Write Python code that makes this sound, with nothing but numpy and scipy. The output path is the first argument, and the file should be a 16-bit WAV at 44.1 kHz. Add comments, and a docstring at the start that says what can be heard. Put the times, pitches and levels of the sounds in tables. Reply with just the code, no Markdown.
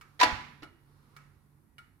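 """A quiet room, a microphone pair near a pendulum wall clock in its open wooden case.
The clock ticks slightly out of beat as its escape wheel drops on two pallets in turn.
Near the start a handled wooden part squeaks and knocks in a quick run of contacts, then come
a dull double thud and a small bump. The gong rods sing faintly over low rumble and thin hiss."""
import sys
import numpy as np
from scipy import signal
from scipy.io import wavfile

SR = 44100
rng = np.random.default_rng(int(sys.argv[2]) if len(sys.argv) > 2 else 0)


def digitize_waveform(pressure):
    """Quantize a signal to 16-bit integers and store it at the path in sys.argv[1].

    Rows of a 2-D input are taken as channels; values are limited to [-1, 1].
    """
    field = np.atleast_2d(pressure).T
    bounded = np.clip(field, -1, 1)
    quanta = np.round(bounded * 32767).astype(np.int16)
    wavfile.write(sys.argv[1], SR, quanta)


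N = 88200
T = np.arange(N) / SR

# The escapement's beats. Each row: start in seconds, gain in dB, pallet (0 entry, 1 exit).
BEATS = [(0.011, -3.5, 0), (0.6303, 3, 1), (1.1638, -2, 0), (1.7814, 3.5, 1)]
# The movement's dense ring on each pallet. Each row: frequency in Hz, level in dB per third octave.
ENTRY_SPECTRUM = [(40, -93.5), (300, -73), (750, -72.5), (1250, -53), (2200, -53.5), (3400, -61.5),
                  (5000, -58), (7000, -63.5), (9200, -64), (14000, -64)]
EXIT_SPECTRUM = [(40, -73), (300, -88), (800, -79), (1350, -67), (2000, -59), (2800, -74), (3500, -65.5),
                 (4400, -65), (7000, -76), (10500, -65), (14000, -76)]
# Its ringing parts. Each row: frequency in Hz, level in dB on the entry pallet and on the exit pallet,
# t60 in seconds, left over right in dB.
CLOCK_MODES = [(1225, -57, -60, 0.25, -2.5), (1297.7, -53.5, -60, 0.3, 9.5),
               (1375.4, -64.5, -52.5, 0.075, -0.5), (1416, -59, -52, .16, 2),
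               (2260, -50.5, -56, 0.086, -5.5), (2915, -60.5, -51.5, 0.05, -5),
               (9106, -58.5, -85, 0.013, 10.5)]
TICK_RISE_S = .0015


def clock():
    """The escape wheel drops on the two pallets in turn; each rings the movement in its own colour."""
    out = 0
    for pallet, spectrum in enumerate((ENTRY_SPECTRUM, EXIT_SPECTRUM)):
        drops = [(s, db, TICK_RISE_S, 0) for s, db, which in BEATS if which == pallet]
        rings = sum(mode(s, hz, db + pallet_db[pallet], TICK_RISE_S, t60, pan_db)
                    for s, db, _, _ in drops for hz, *pallet_db, t60, pan_db in CLOCK_MODES)
        out += blows(drops, spectrum, t60=.07, room_db=-9.5) + with_room(rings, room_db=-12)
    return out


# Wood meeting wood. Each row: start in seconds, gain in dB, rise in seconds, extra bass in dB.
KNOCKS = [(0.1925, -21, 0.0035, -8.5), (0.1982, -8, 0.0042, -11.5), (0.2105, -2.5, 0.0027, -11),
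          (0.2280, -3, 0.0027, -4), (0.2315, -0.5, 0.00088, -5), (0.2368, -12.5, 0.0012, 4.5)]
# The wood's dense ring. Each row: frequency in Hz, level in dB per third octave.
WOOD_SPECTRUM = [(35, -88.5), (140, -56.5), (270, -44), (420, -38.5), (700, -26.5), (1300, -26),
                 (1900, -21), (3400, -25.5), (4400, -22.5), (6800, -36.5), (8300, -55), (10200, -39.5),
                 (12000, -45.5), (15000, -46)]
# Its modes. Each row: frequency in Hz, level in dB, t60 in seconds, left over right in dB.
WOOD_MODES = [(238, -40, 0.71, -1.5), (294.5, -36, 0.28, -1.5), (318.5, -34, 0.21, 2.5),
              (509, -39, 0.34, 1.5), (645.6, -31, 0.23, 0), (708.2, -38, .28, 8.5), (852, -30, .36, -0.5),
              (966, -32, 0.25, 0.5), (1306, -34, 0.3, -0.5), (1428, -37, 0.36, -0.5),
              (1636, -30.5, 0.15, -4), (1680, -30.5, .19, -2), (1931, -26.5, 0.22, -9),
              (2213, -33, 0.26, -3.5), (2753, -30, 0.11, 5), (3517, -43.5, 0.1, 0), (4510, -32, 0.12, 1.5)]
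WOOD_RISE_S = .0026


def knock():
    """A quick run of contacts on wood, close by; the hardest rings the body's modes."""
    s, db, *_ = max(KNOCKS, key=lambda row: row[1])
    rings = sum(mode(s, hz, db + mode_db, WOOD_RISE_S, t60, pan_db)
                for hz, mode_db, t60, pan_db in WOOD_MODES)
    return blows(KNOCKS, WOOD_SPECTRUM, t60=.068, room_db=-13) + with_room(rings, room_db=-11.5)


def squeak(start_s=.2095, hz=988.3, rise_s=.006, hold_s=.019, t60=.06, echo_s=.026, beat_hz=10.3):
    """Wood sticks and slips in one short note, a little to the left; it echoes once and lingers."""
    def held(age):
        return np.clip(age / rise_s, 0, 1) * from_db(-60 * np.maximum(age - hold_s, 0) / t60)

    age = T - start_s
    note = from_db(-15.5) * (held(age) + from_db(-9) * held(age - echo_s))
    beating = 1 + .75 * np.exp(2j * np.pi * beat_hz * age)
    tail = from_db(-32) * dying(age, rise_s, t60=.59) * beating
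    mic_lag_s = np.array([[0], [.0002]])  # the right microphone hears it later
    carrier = np.exp(2j * np.pi * hz * (age - mic_lag_s))
    return with_room(pan(2.5) * np.imag((note + tail) * carrier), room_db=-22)


# Thuds on the case. Each row: start in seconds, gain in dB, rise in seconds.
THUDS = [(0.25, -8, 0.022), (0.319, -2.5, 0.0051)]
# Their dull colour. Each row: frequency in Hz, level in dB per third octave.
THUD_SPECTRUM = [(25, -71.5), (50, -46), (110, -46), (160, -49.5), (300, -69.5)]


def thuds():
    """Two dull thuds rock the case; the last sounds its low note, mostly in the right microphone."""
    hits = [(s, db, rise, 0) for s, db, rise in THUDS]
    body = blows(hits, THUD_SPECTRUM, t60=.07, room_db=-6.5)
    return body + mode(THUDS[-1][0], hz=74, db=-32, rise=.016, t60=.045, pan_db=-18)


# Soft handling bumps. Each row: start in seconds, gain in dB, extra bass in dB.
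BUMPS = [(0.6219, -3, 1), (0.629, -2, 6.5)]
# Their colour. Each row: frequency in Hz, level in dB per third octave.
BUMP_SPECTRUM = [(70, -68), (230, -67.5), (320, -53), (480, -57), (950, -53.5), (1400, -59.5),
                 (2100, -50.5), (3000, -61.5), (4400, -53.5), (7000, -71), (12000, -95)]
# The case's ring. Each row: frequency in Hz, level in dB, t60 in seconds, left over right in dB.
CASE_MODES = [(312, -51.5, 0.2, 7), (1323, -48.5, 0.18, -4), (2880, -67, 0.68, -3)]


def bump():
    """Two soft touches merge into one bump; the second sets the case ringing."""
    rings = sum(mode(BUMPS[-1][0], hz, db, WOOD_RISE_S, t60, pan_db)
                for hz, db, t60, pan_db in CASE_MODES)
    touches = [(s, db, TICK_RISE_S, bass_db) for s, db, bass_db in BUMPS]
    return rings + blows(touches, BUMP_SPECTRUM, t60=.1, room_db=-15)


# The room's decay. Each row: frequency in Hz, t60 in seconds.
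ROOM_T60 = [(80, 0.54), (250, 1.53), (500, 0.3758), (1200, 0.58), (2500, 0.61), (5000, 0.535), (12000, 0.5)]
# The colour coming back off the walls. Each row: frequency in Hz, gain in dB.
ROOM_COLOUR = [(100, 0.5), (450, 0), (1000, 2.5), (2200, -1), (5000, -5), (7000, -2.5), (9000, -4),
               (13000, -10.5)]
ROOM_BUILD_S, BASS_CORNER_HZ = .0017, 437


def blows(hits, spectrum, t60, room_db):
    """Hits, laid out as in KNOCKS, on a body with countless short modes; the room answers each."""
    out = np.zeros((2, N))
    direct_powers = [dying(T - s, rise, t60) ** 2 for s, _, rise, _ in hits]
    for hz, band in noise_bands():
        room_gain = from_db(room_db + at_hz(ROOM_COLOUR, hz))
        tail_power = (room_gain * dying(T, ROOM_BUILD_S, at_hz(ROOM_T60, hz))) ** 2
        bass_share = 1 / (1 + (hz / BASS_CORNER_HZ) ** 2)
        power = np.zeros(N)
        for (s, db, _, bass_db), direct_power in zip(hits, direct_powers):
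            start = int(s * SR)
            gain = from_db(db + bass_db * bass_share)
            power[start:] += gain ** 2 * (direct_power[start:] + tail_power[:N - start])
        out += from_db(at_hz(spectrum, hz)) * np.sqrt(power) * band
    return out


def with_room(direct, room_db):
    """The direct sound plus its diffuse echo off the walls."""
    echo = rng.standard_normal((2, N)) * dying(T, ROOM_BUILD_S, at_hz(ROOM_T60, 1000))
    response = rms_one(echo) / np.sqrt(N)
    return direct + from_db(room_db) * signal.fftconvolve(direct, response, axes=1)[:, :N]


# The microphone pair's balance. Each row: frequency in Hz, left over right in dB.
MIC_BALANCE = [(35, -13), (70, -7.5), (130, -6.5), (220, -5), (400, -2.5), (1250, -6.5), (2300, -8.5),
               (4400, -1.5), (8000, 7.5), (15000, 7.5)]
# How alike its two channels are. Each row: frequency in Hz, correlation from 0 to 1.
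MIC_LIKENESS = [(50, .6), (140, 1), (300, 0.45), (640, 0.78), (1400, 0), (15000, 0.076)]


def noise_bands():
    """Third-octave bands of noise as the microphone pair hears them, each at unit level."""
    white = rng.standard_normal((2, 2, N + SR // 4))
    for k, hz in enumerate(25 * 2 ** (np.arange(29) / 3)):
        edges_hz = hz * 2 ** (np.array([-1, 1]) / 6)
        bandpass = signal.butter(2, edges_hz, "band", fs=SR, output="sos")
        mid, side = signal.sosfilt(bandpass, white[k % 2])[:, -N:]
        alike = at_hz(MIC_LIKENESS, hz)
        pair = np.sqrt(1 + alike) * mid + np.sqrt(1 - alike) * side * [[1], [-1]]
        yield hz, pan(at_hz(MIC_BALANCE, hz)) * rms_one(pair)


def mode(s, hz, db, rise, t60, pan_db):
    """One struck mode, reaching the two microphones a little out of step."""
    age = T - s
    phase = rng.uniform(0, 2 * np.pi) + rng.normal(0, 1 - at_hz(MIC_LIKENESS, hz), (2, 1))
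    return from_db(db) * pan(pan_db) * dying(age, rise, t60) * np.sin(2 * np.pi * hz * age + phase)


# The low hum's swells. Each row: time in seconds, level in dB.
HUM_LEVEL = [(0, -72), (.5, -59), (.74, -73), (.87, -63.5), (1.0, -64), (1.11, -74.5), (1.18, -57.5),
             (1.3, -64), (1.42, -72), (1.58, -63.5), (1.7, -78.5), (1.81, -63.5), (1.95, -102)]
# Lingering tones. Each row: frequency in Hz, level in dB, width in Hz.
ROD_TONES = [(96.57, -70.5, 20), (1923, -89.5, 6.4)]


def gong_rods(hum_hz=142.7):
    """The rods sing faintly behind the ticks: a wavering low hum and two lingering tones."""
    hum = rms_one(np.sin(2 * np.pi * hum_hz * T + .5 * drift(15)))
    out = pan(at_hz(MIC_BALANCE, hum_hz)) * from_db(in_time(HUM_LEVEL)) * hum
    for hz, db, width_hz in ROD_TONES:
        phase = 2 * np.pi * hz * T
        tone = drift(width_hz) * np.sin(phase) + drift(width_hz) * np.cos(phase)
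        out += pan(at_hz(MIC_BALANCE, hz)) * from_db(db) * rms_one(tone)
    return out


# Room tone and handling rustle. Each row: frequency in Hz, level in dB per third octave.
ROOM_TONE_SPECTRUM = [(25, -99), (50, -75.5), (100, -75.5), (180, -76.5), (230, -75), (320, -79),
                      (420, -84), (600, -94.5), (850, -83), (1250, -86), (1700, -89), (2200, -87.5),
                      (3000, -96.5), (8200, -92), (11000, -80.5), (13000, -84.5), (15500, -96.5)]
RUSTLE_SPECTRUM = [(60, -76.5), (300, -77), (480, -75.5), (600, -89.5), (850, -76.5), (1200, -70),
                   (1700, -78.5), (3300, -84), (4100, -78.5), (8200, -89), (12000, -80.5), (14000, -94.5)]
# The rustle's rise and fall. Each row: time in seconds, gain in dB.
RUSTLE_GAIN = [(0, -4), (.17, -3.5), (.58, -2), (.72, -14.5), (.9, -5), (1.02, -3.5), (1.07, -3),
               (1.15, -2), (1.35, -9.5), (1.6, -15.5), (2, -29)]


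def room_tone(flicker_db=.5):
    """Low rumble, thin hiss and a faint rustle of handling; each band flickers slightly."""
    rustle_gain = from_db(in_time(RUSTLE_GAIN))
    out = 0
    for hz, band in noise_bands():
        steady = from_db(at_hz(ROOM_TONE_SPECTRUM, hz))
        rustle = rustle_gain * from_db(at_hz(RUSTLE_SPECTRUM, hz))
        out += band * np.hypot(steady, rustle) * from_db(flicker_db * drift(14))
    return out


def dying(age, rise, t60):
    """Envelope that swells over the rise time, then falls 60 dB every t60 seconds."""
    return np.clip(age / rise, 0, 1) * np.exp(-np.log(1000) * np.maximum(age - rise, 0) / t60)


def drift(rate_hz):
    """A random wander, gliding to a new value rate_hz times a second."""
    knots = rng.standard_normal(int(rate_hz * N / SR) + 2)
    return np.interp(T * rate_hz, np.arange(len(knots)), knots)


def at_hz(points, hz):
    """Read a curve on a log-frequency axis."""
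    freqs, values = np.transpose(points)
    return np.interp(np.log(hz), np.log(freqs), values)


def in_time(points):
    """Read a curve at every sample."""
    return np.interp(T, *np.transpose(points))


def pan(db):
    """Microphone gains at constant total power, left over right by db."""
    return rms_one(from_db([[db / 2], [-db / 2]]))


def from_db(db):
    """Decibels to gain."""
    return 10 ** (np.asarray(db) / 20)


def rms_one(x):
    """Scale to unit level."""
    return x / np.sqrt(np.mean(x ** 2) + 1e-20)


def scene():
    """The clock and the handled wood in front, the rods and the room behind."""
    return clock() + knock() + squeak() + thuds() + bump() + gong_rods() + room_tone()


def record(dry, cutoff_hz=15900):
    """Both microphone channels lose their very top to a steep low-pass."""
    return signal.sosfilt(signal.ellip(12, .1, 80, cutoff_hz, fs=SR, output="sos"), dry)


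dry = scene()
out = record(dry)
digitize_waveform(out)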